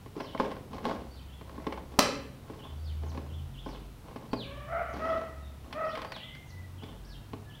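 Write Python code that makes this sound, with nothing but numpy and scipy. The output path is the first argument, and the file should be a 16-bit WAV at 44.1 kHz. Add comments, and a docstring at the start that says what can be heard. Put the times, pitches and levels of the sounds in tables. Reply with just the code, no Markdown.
"""Dog at hanging bottles

A dog noses and paws empty plastic bottles on a rod in a wooden frame, in a walled back yard.
Knocks ring the hollow bodies, plastic crinkles under the muzzle, and once a wall buckles with a snap.
Songbirds whistle, a large bird cries far off, and distant engines drone over a traffic rumble.
The yard walls echo the bottles and the birds."""
import sys
import numpy as np
from scipy import signal
from scipy.io import wavfile

SR = 44100
rng = np.random.default_rng(int(sys.argv[2]) if len(sys.argv) > 2 else 0)


def to_wav(s):
    """Save 16-bit WAV."""
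    ch = np.atleast_2d(s).T  # columns
    pcm = np.round(np.clip(ch, -1, 1) * 32767)  # PCM
    wavfile.write(sys.argv[1], SR, pcm.astype(np.int16))


N = 335160
TIME_S = np.arange(N) / SR

# outdoor air and far traffic: freq_hz, relative_density_db
AIR_SPECTRUM = [(15, -37), (25, -8), (59, 0), (86, 1), (183, -6), (253, -9.5), (410, -17.5), (1020, -19.5),
                (1570, -26.5), (2170, -28.5), (3170, -28), (5580, -35), (14300, -37.5), (15500, -44)]
# far machine: time_s, pitch_hz, level_db
HUM_CURVE = [(0, 132.5, -55), (1.5, 133.5, -62.5), (3.5, 133.5, -47.5), (4.1, 135.2, -64),
             (7.6, 138.9, -57.5)]
# distant engines: start_s, length_s, start_firing_hz, rise_hz_per_s, level_db
ENGINE_PULLS = [(.2, 2.73, 65.44, 0.9, -49.5), (2.62, 0.7, 76, 3, -35), (3.22, .34, 77.8, 12, -38),
                (3.35, 0.69, 42.7, 15.5, -44.5), (4.05, .85, 112.3, 22.5, -49),
                (4.302, 1.17, 57.8, 15.5, -46), (5.1, 0.68, 71.2, -2, -44.5), (6.351, 0.69, 86.4, 11, -45),
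                (6.852, 0.46, 46, 6, -46), (7.15, 0.44, 98.4, 15, -47.5)]
# decay between the house walls: freq_hz, t60_s
YARD_DECAY = [(150, 0.96), (400, 0.64), (800, 0.37), (2000, 0.54), (5000, 0.39), (9000, 0.34),
              (15000, 0.23)]

# songbird note shapes: time_in_note_s, pitch_hz, gain_db
SLUR_CURVE = [(0, 4420, -10), (.04, 4880, -8.5), (.07, 4410, -1), (.1, 3510, 6), (.125, 2700, -3),
              (.145, 2176, -4.5)]
ARCH_CURVE = [(0, 3350, 2.5), (.025, 2680, -2.5), (.055, 3400, 8), (.08, 3500, -5), (.11, 3100, 2.5),
              (.13, 2900, -29)]
FLICK_CURVE = [(0, 5580, -22), (.035, 6900, -20.5), (.055, 5820, -9), (.068, 4200, -2.5), (.08, 3500, -25)]
CHIRP_CURVE = [(0, 4600, 1), (.02, 5700, -15), (.05, 5160, -3.5), (.08, 3970, -1), (.11, 2800, 1)]
RASP_CURVE = [(0, 5300, -6), (.03, 4380, 2), (.06, 3200, 2.5), (.09, 2250, -10)]
# notes sung in each shape: start_s, level_db
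SLUR_NOTES = [(4.312, -43.5), (6.06, -47.5)]
ARCH_NOTES = [(.23, -56.5), (1.282, -60.5), (2.589, -55.5), (3.288, -58.5), (3.539, -54.5), (4.48, -63),
              (5.05, -58.5), (5.866, -56), (6.181, -48.5), (6.78, -56), (7.498, -56.5)]
FLICK_NOTES = [(3.04, -47.5), (4.88, -49.5), (6.444, -49)]
CHIRP_NOTES = [(.19, -50.5), (3.655, -52.5), (5.041, -57), (5.848, -50), (7.049, -51)]
RASP_NOTES = [(1.135, -56.5), (2.84, -53.5)]
# plain whistles: start_s, length_s, mid_pitch_hz, glide_hz_per_s, level_db, buzz_ratio
WHISTLE_NOTES = [(1.107, .045, 4580, -3, -55.5, .01), (2.77, 0.085, 4640, 0, -64, 0.011),
                 (5.422, 0.062, 3720, -3000, -57, .022), (6.2, .2, 2067, 703, -53.5, 0.013),
                 (6.487, 0.1745, 1996, -200, -59, 0.011), (7.04, .12, 1668, 0, -60.5, 0.019),
                 (7.45, 0.15, 1710, -700, -58.5, .012)]

# large bird's cries: start_s, length_s, top_pitch_hz, level_db, roughness_ratio
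THIN_CALL = (4.42, 0.61, 595, -54, 0.56)
HARSH_CALLS = [(4.67, .21, 687.3, -32.5, 0.83), (4.985, .21, 658.5, -29.8, .45),
               (5.735, 0.1836, 640.6, -31.5, 0.47)]
# its throat response: freq_hz, gain_db
THIN_RESPONSE = [(590, 6), (1180, 2), (1770, -3), (2360, -7.5), (2950, -12), (4000, -34)]
HARSH_RESPONSE = [(640, 0.5), (1300, -4), (2000, -14), (2300, -8), (2700, -35), (4000, -44)]

# muzzle on the plastic: start_s, hold_s, level_db
MUZZLE_PUSHES = [(0.167, 0.043, -46.5), (0.411, .005, -38.5), (0.729, 0.036, -46), (0.858, .01, -37.5),
                 (1.48, 0.24, -52), (1.914, 0.0084, -50.5), (2.46, 0.23, -55.5), (3.036, 0.18, -52),
                 (3.675, 0.011, -48), (4.051, 0.21, -54.5), (4.942, 0.24, -46.5), (5.651, 0.38, -54),
                 (6.835, 0.0045, -50.5)]
# bottle on its rod: freq_hz, gain_db, t60_s
BOTTLE_MODES = [(176.3, -11, 0.045), (273, 1.5, 0.024), (306.4, -2.5, 0.035), (419, -9, 0.035),
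                (496.6, 3.5, 0.024), (552.5, 4.5, 0.02), (632, -3, 0.044), (855, 3.5, 0.014),
                (1070, 1.5, 0.027), (1163, -5.5, 0.025), (1580, -9, 0.016), (1910, -36, 0.036)]
# bottle knocks: start_s, body_db, thump_db, click_db
BOTTLE_KNOCKS = [(0.06, -44.5, -32, -53), (0.165, -59, -22, -55), (0.204, -32, -32, -39),
                 (0.348, -31, -27, -49), (0.376, -43, -40, -44), (0.399, -18.5, -13.5, -35.5),
                 (0.429, -43, -25, -46), (0.448, -38, -25, -44.5), (0.516, -34.5, -48, -42),
                 (0.831, -46, -32, -53), (0.853, -24, -21, -35.5), (0.866, -40, -18, -47),
                 (0.912, -25.5, -24.5, -44), (1.411, -43.5, -32, -51), (1.579, -39, -26.5, -58),
                 (1.667, -30, -15.5, -38.5), (1.724, -33, -45, -39.5), (1.776, -35, -33, -49),
                 (2.499, -40.5, -27, -53), (2.652, -43, -40, -58), (3.035, -43, -31, -64),
                 (3.175, -37, -23.5, -48), (3.662, -34.5, -25, -51), (4.16, -39, -27.5, -46.5),
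                 (4.332, -25, -16, -36), (5.727, -37.5, -49, -35.5), (5.952, -40, -42, -37),
                 (5.974, -34, -38, -39), (5.991, -37, -50, -48), (6.018, -41, -43, -38),
                 (6.047, -31, -39, -41), (6.12, -39.5, -45, -36), (6.163, -39, -51, -41),
                 (6.35, -55, -49, -45.5), (6.835, -49, -38, -48), (7.333, -36, -25, -46)]
# two quick buckles of the snap: start_s, body_db, thump_db, bending_wave_db, crackle_db
SNAP_BUCKLES = [(1.9892, -17, -9, -26, -23), (1.9908, -23, -24, -12.5, -19)]
# thin plastic rubbed, knocked and buckled: freq_hz, relative_gain_db
RUB_SPECTRUM = [(120, -12), (220, 5.5), (550, -1), (1050, -3), (1700, -18.5), (3200, -19.5), (5500, -24),
                (8000, -38.5), (15000, -49)]
CLICK_SPECTRUM = [(700, -14), (1500, 5.5), (2300, 6), (2750, 2.5), (3200, 4), (3900, -3.5), (4330, 0),
                  (4700, -3), (5900, -7.5), (6500, -17.5), (10300, -15), (11200, -27), (12800, -15),
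                  (15500, -14)]
BUCKLE_SPECTRUM = [(350, -14), (650, 2), (1150, 5), (1400, 0), (1800, -1), (2800, -2), (3500, -.5),
                   (4000, 0), (4330, 3.5), (4750, -.5), (5900, .5), (6600, -8), (10300, -10.5),
                   (11200, -16), (12800, -13), (15500, -16)]
# yard's echo of the snap: freq_hz, relative_gain_db
SNAP_ECHO_SPECTRUM = [(150, -6), (240, -5), (310, 2), (390, 10), (520, 0), (700, -1), (1100, 2.5),
                      (2500, 3), (4300, 1), (8000, -.5), (14000, -6)]


def from_db(db):
    """Decibels to gain."""
    return 10 ** (np.asarray(db) / 20)


def unit_rms(x):
    """Scale to rms 1."""
    return x / np.sqrt(np.mean(x ** 2) + 1e-20)


def at_hz(table, hz):
    """Read a table on a log-frequency axis."""
    known_hz, values = np.transpose(table)
    return np.interp(np.log(hz), np.log(known_hz), values)


def add(out, start_s, sound):
    """Mix a sound in at start_s."""
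    start = int(np.clip(round(start_s * SR), 0, N))
    out[start:start + len(sound)] += sound[:N - start]


def drift(rate_hz, t):
    """Smooth random curve, spread near 1."""
    knots = rng.standard_normal(int(8 * rate_hz) + 2)
    return np.interp(t * rate_hz, np.arange(len(knots)), knots)


def arch(start_s, length_s):
    """Times of one call or pull, and its half-sine effort."""
    t = np.arange(0, length_s, 1 / SR)
    return start_s + t, np.sin(np.pi * t / length_s)


def sine(t, hz, waver_ratio, waver_rate_hz):
    """Sine of rms 1 with random pitch waver."""
    pitch_hz = hz * (1 + waver_ratio * drift(waver_rate_hz, t))
    return np.sqrt(2) * np.sin(2 * np.pi * np.cumsum(pitch_hz) / SR)


def tone(curve, waver_ratio, waver_rate_hz, fade_s):
    """Wavering sine along a pitch and level curve, with soft ends."""
    time_s, pitch_hz, level_db = np.transpose(curve)
    t = np.arange(time_s[0], time_s[-1], 1 / SR)
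    window = np.clip(np.minimum(t - t[0], t[-1] - t) / fade_s, 0, 1)
    gain = from_db(np.interp(t, time_s, level_db))
    return window * gain * sine(t, np.interp(t, time_s, pitch_hz), waver_ratio, waver_rate_hz)


def noise_bands(size):
    """Half-octave noise bands of equal density: centre_hz, noise."""
    edges_hz = np.geomspace(22, 17000, 20)
    white = rng.standard_normal((2, size + SR // 4))
    for k, (low_hz, high_hz) in enumerate(zip(edges_hz, edges_hz[1:])):
        bandpass = signal.butter(2, [low_hz, high_hz], "band", fs=SR, output="sos")
        yield np.sqrt(low_hz * high_hz), signal.sosfilt(bandpass, white[k % 2])[-size:]


def coloured(x, spectrum):
    """Minimum-phase filter; white noise keeps its level."""
    hz = np.linspace(0, SR / 2, 513)
    power = from_db(2 * at_hz(spectrum, hz + 1))
    response = signal.minimum_phase(signal.firwin2(1023, hz, power, fs=SR))
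    return signal.fftconvolve(x, response / np.sqrt(np.sum(response ** 2)))[:N]


def yard_echoes(x, t60_scale, build_s, spectrum):
    """Reflections off walls and fences build up, then die band by band."""
    t = TIME_S[:SR]
    tail = sum(noise * from_db(at_hz(spectrum, hz) - 60 * t / (t60_scale * at_hz(YARD_DECAY, hz)))
               for hz, noise in noise_bands(SR))
    tail *= 1 - np.exp(-(t / build_s) ** 2)
    return signal.fftconvolve(x, tail / np.sqrt(np.sum(tail ** 2)))[:N]


def air(level_db=-50):
    """Traffic rumble below, smooth hiss above."""
    wash = sum(noise * from_db(at_hz(AIR_SPECTRUM, hz) + 0.2 * drift(1.49, TIME_S))
               for hz, noise in noise_bands(N))
    return from_db(level_db) * unit_rms(wash)


def engines():
    """Firing tones of far vehicles swell and fade over a faint machine hum."""
    out = np.zeros(N)
    add(out, 0, tone(HUM_CURVE, waver_ratio=0.014, waver_rate_hz=24, fade_s=0.023))
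    for start_s, length_s, start_hz, rise_hz_per_s, level_db in ENGINE_PULLS:
        t, effort = arch(start_s, length_s)
        firing_hz = start_hz + rise_hz_per_s * (t - start_s)
        drone = sine(t, firing_hz, waver_ratio=0.017, waver_rate_hz=21)
        add(out, start_s, from_db(level_db) * effort ** 1.34 * drone)
    return out


def songbirds(sag_ratio=0.023):
    """Five note shapes and plain whistles, heard mostly off the walls."""
    song = np.zeros(N)
    kinds = ((SLUR_CURVE, SLUR_NOTES, 0.028), (ARCH_CURVE, ARCH_NOTES, 0.04),
             (FLICK_CURVE, FLICK_NOTES, 0.01), (CHIRP_CURVE, CHIRP_NOTES, 0.07),
             (RASP_CURVE, RASP_NOTES, 0.09))
    for curve, notes, buzz_ratio in kinds:
        for start_s, level_db in notes:
            note = tone(curve, buzz_ratio, waver_rate_hz=700, fade_s=0.002)
            add(song, start_s, from_db(level_db) * note)
    for start_s, length_s, mid_hz, glide_hz_per_s, level_db, buzz_ratio in WHISTLE_NOTES:
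        t, effort = arch(start_s, length_s)
        pitch_hz = (mid_hz + glide_hz_per_s * (t - t.mean())) * (1 - sag_ratio * (1 - effort))
        whistle = sine(t, pitch_hz, buzz_ratio, waver_rate_hz=300)
        add(song, start_s, from_db(level_db) * np.sqrt(effort) * whistle)
    echo = yard_echoes(song, t60_scale=1.24, build_s=0.0013,
                       spectrum=[(2000, 0), (5000, -7.5), (12000, 7.5)])
    return from_db(-7) * song + echo


def cry(call, throat, swell_power, sag_ratio=0.09):
    """Harmonic call: pitch and level arch with effort; uneven cycles smear the upper partials."""
    start_s, length_s, top_hz, level_db, roughness = call
    t, effort = arch(start_s, length_s)
    pitch_hz = top_hz * (1 - sag_ratio * (1 - effort))
    jitter = 1 + 0.085 * roughness * drift(600, t)
    phase = 2 * np.pi * np.cumsum(pitch_hz * jitter) / SR
    partials = sum(from_db(at_hz(throat, k * pitch_hz)) * np.sin(k * phase) for k in range(1, 7))
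    shimmer = 1 + 0.33 * roughness * drift(450, t)
    return from_db(level_db) * effort ** swell_power * partials * shimmer


def large_bird():
    """One thin cry and three harsh ones ring between the houses."""
    cries = np.zeros(N)
    add(cries, THIN_CALL[0], cry(THIN_CALL, THIN_RESPONSE, swell_power=0.31))
    for call in HARSH_CALLS:
        add(cries, call[0], cry(call, HARSH_RESPONSE, swell_power=1.1))
    echo = yard_echoes(cries, t60_scale=1.64, build_s=0.012, spectrum=[(600, -3.5), (12000, 1)])
    return cries + from_db(-1) * echo


def muzzle_pressure(attack_s=0.025, release_db_per_s=97):
    """Muzzle force as a gain: each push builds, holds and dies away."""
    push = np.zeros(N)
    t = TIME_S[:SR] - attack_s
    attack = np.clip(1 + t / attack_s, 0, 1)
    for start_s, hold_s, level_db in MUZZLE_PUSHES:
        drop_db = release_db_per_s * np.maximum(t - hold_s, 0)
        add(push, start_s - attack_s, attack * from_db(level_db - drop_db))
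    return push


def rubbing(push):
    """Plastic sticks and slips under the muzzle in clumps of tiny crinkles."""
    slipping = rng.random(N) < 1400 * from_db(4 * drift(45, TIME_S)) / SR
    sign = rng.choice([-1, 1], N)
    size_db = 2.9 * np.minimum(rng.exponential(1, N), 4)
    return push * unit_rms(coloured(slipping * sign * from_db(size_db), RUB_SPECTRUM))


def taps(push, rate_hz=22, spread_db=3, body_db=5.5, thump_db=10.5, click_db=-3):
    """The pushed bottle taps lightly at random; rows as in BOTTLE_KNOCKS."""
    gap_draw, level_draw = rng.random((400, 2)).T
    times_s = np.cumsum(0.5 + gap_draw) / rate_hz
    push_db = 20 * np.log10(np.interp(times_s, TIME_S, push, right=0) + 1e-9)
    levels_db = push_db + spread_db * (2 * level_draw - 1)
    return [(start_s, db + body_db, db + thump_db, db + click_db)
            for start_s, db in zip(times_s, levels_db) if db > -60]


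def strike(thump_db, body_db, thump_top_hz=420):
    """A blow rings every mode, a little differently each time as the bottle flexes."""
    hz, mode_db, t60_s = np.transpose(BOTTLE_MODES)[:, :, None]
    t = TIME_S[:SR // 8]
    uneven_db = rng.normal(0, 1.5, hz.shape)
    detune = rng.normal(0, 0.025, hz.shape)
    gain = from_db(np.where(hz < thump_top_hz, thump_db, body_db) + mode_db + uneven_db)
    sign = (-1) ** np.arange(len(hz))[:, None]
    modes = from_db(-60 * t / t60_s) * np.sin(2 * np.pi * hz * (1 + detune) * t)
    return np.sum(sign * gain * modes, axis=0)


def crackle(burst_decay_s, tick_db, tick_decay_s, tick_rate_hz=1500):
    """The bottle wall gives in a dense burst, then settles with scattered ticks."""
    t = TIME_S[:SR // 12]
    ticks = rng.random(len(t)) < tick_rate_hz / SR
    envelope = np.exp(-t / burst_decay_s) + ticks * from_db(tick_db) * np.exp(-t / tick_decay_s)
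    return rng.standard_normal(len(t)) * envelope


def knocks(rows):
    """Bottles bump the rod, the muzzle and each other; soft contacts dull the click."""
    body, wall = np.zeros(N), np.zeros(N)
    for start_s, body_db, thump_db, click_db in rows:
        add(body, start_s, strike(thump_db, body_db))
        click = crackle(burst_decay_s=0.0064, tick_db=5, tick_decay_s=0.0093)
        add(wall, start_s, from_db(click_db) * click)
    soft_contact = signal.butter(1, 6000, fs=SR)
    return body + signal.lfilter(*soft_contact, coloured(wall, CLICK_SPECTRUM))


def snap(sweep_s=0.003, top_hz=16000):
    """The thin wall buckles: a hard blow, a bending wave whose treble runs ahead, loose ticks."""
    body, wall = np.zeros(N), np.zeros(N)
    t = TIME_S[:int(sweep_s * SR)]
    bending_wave = np.sin(2 * np.pi * top_hz * (t - t ** 2 / (2 * sweep_s)))
    for start_s, body_db, thump_db, wave_db, crackle_db in SNAP_BUCKLES:
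        add(body, start_s, strike(thump_db, body_db))
        add(wall, start_s, from_db(wave_db) * bending_wave)
        burst = crackle(burst_decay_s=0.003, tick_db=3, tick_decay_s=0.018)
        add(wall, start_s, from_db(crackle_db) * burst)
    return body + coloured(wall, BUCKLE_SPECTRUM)


def scene():
    """Bottles in front of birds and traffic; the snap echoes more than the clatter."""
    background = air() + engines() + songbirds() + large_bird()
    crack = snap()
    crack_echo = yard_echoes(crack, t60_scale=1.17, build_s=0.0022, spectrum=SNAP_ECHO_SPECTRUM)
    push = muzzle_pressure()
    clatter = rubbing(push) + knocks(BOTTLE_KNOCKS + taps(push))
    clatter_echo = yard_echoes(clatter, t60_scale=0.93, build_s=0.0025,
                               spectrum=[(150, -2.5), (500, 3), (2500, -1), (14000, -7)])
    echoes = from_db(-10.5) * clatter_echo + from_db(-5) * crack_echo
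    return (background + clatter + crack + echoes)[None]


def record(dry):
    """Soft clip, then a steep low-pass."""
    cutoff_hz = 15700
    lowpass = signal.ellip(10, 0.1, 80, cutoff_hz, fs=SR, output="sos")
    return signal.sosfilt(lowpass, np.tanh(dry))


dry = scene()
out = record(dry)
to_wav(out)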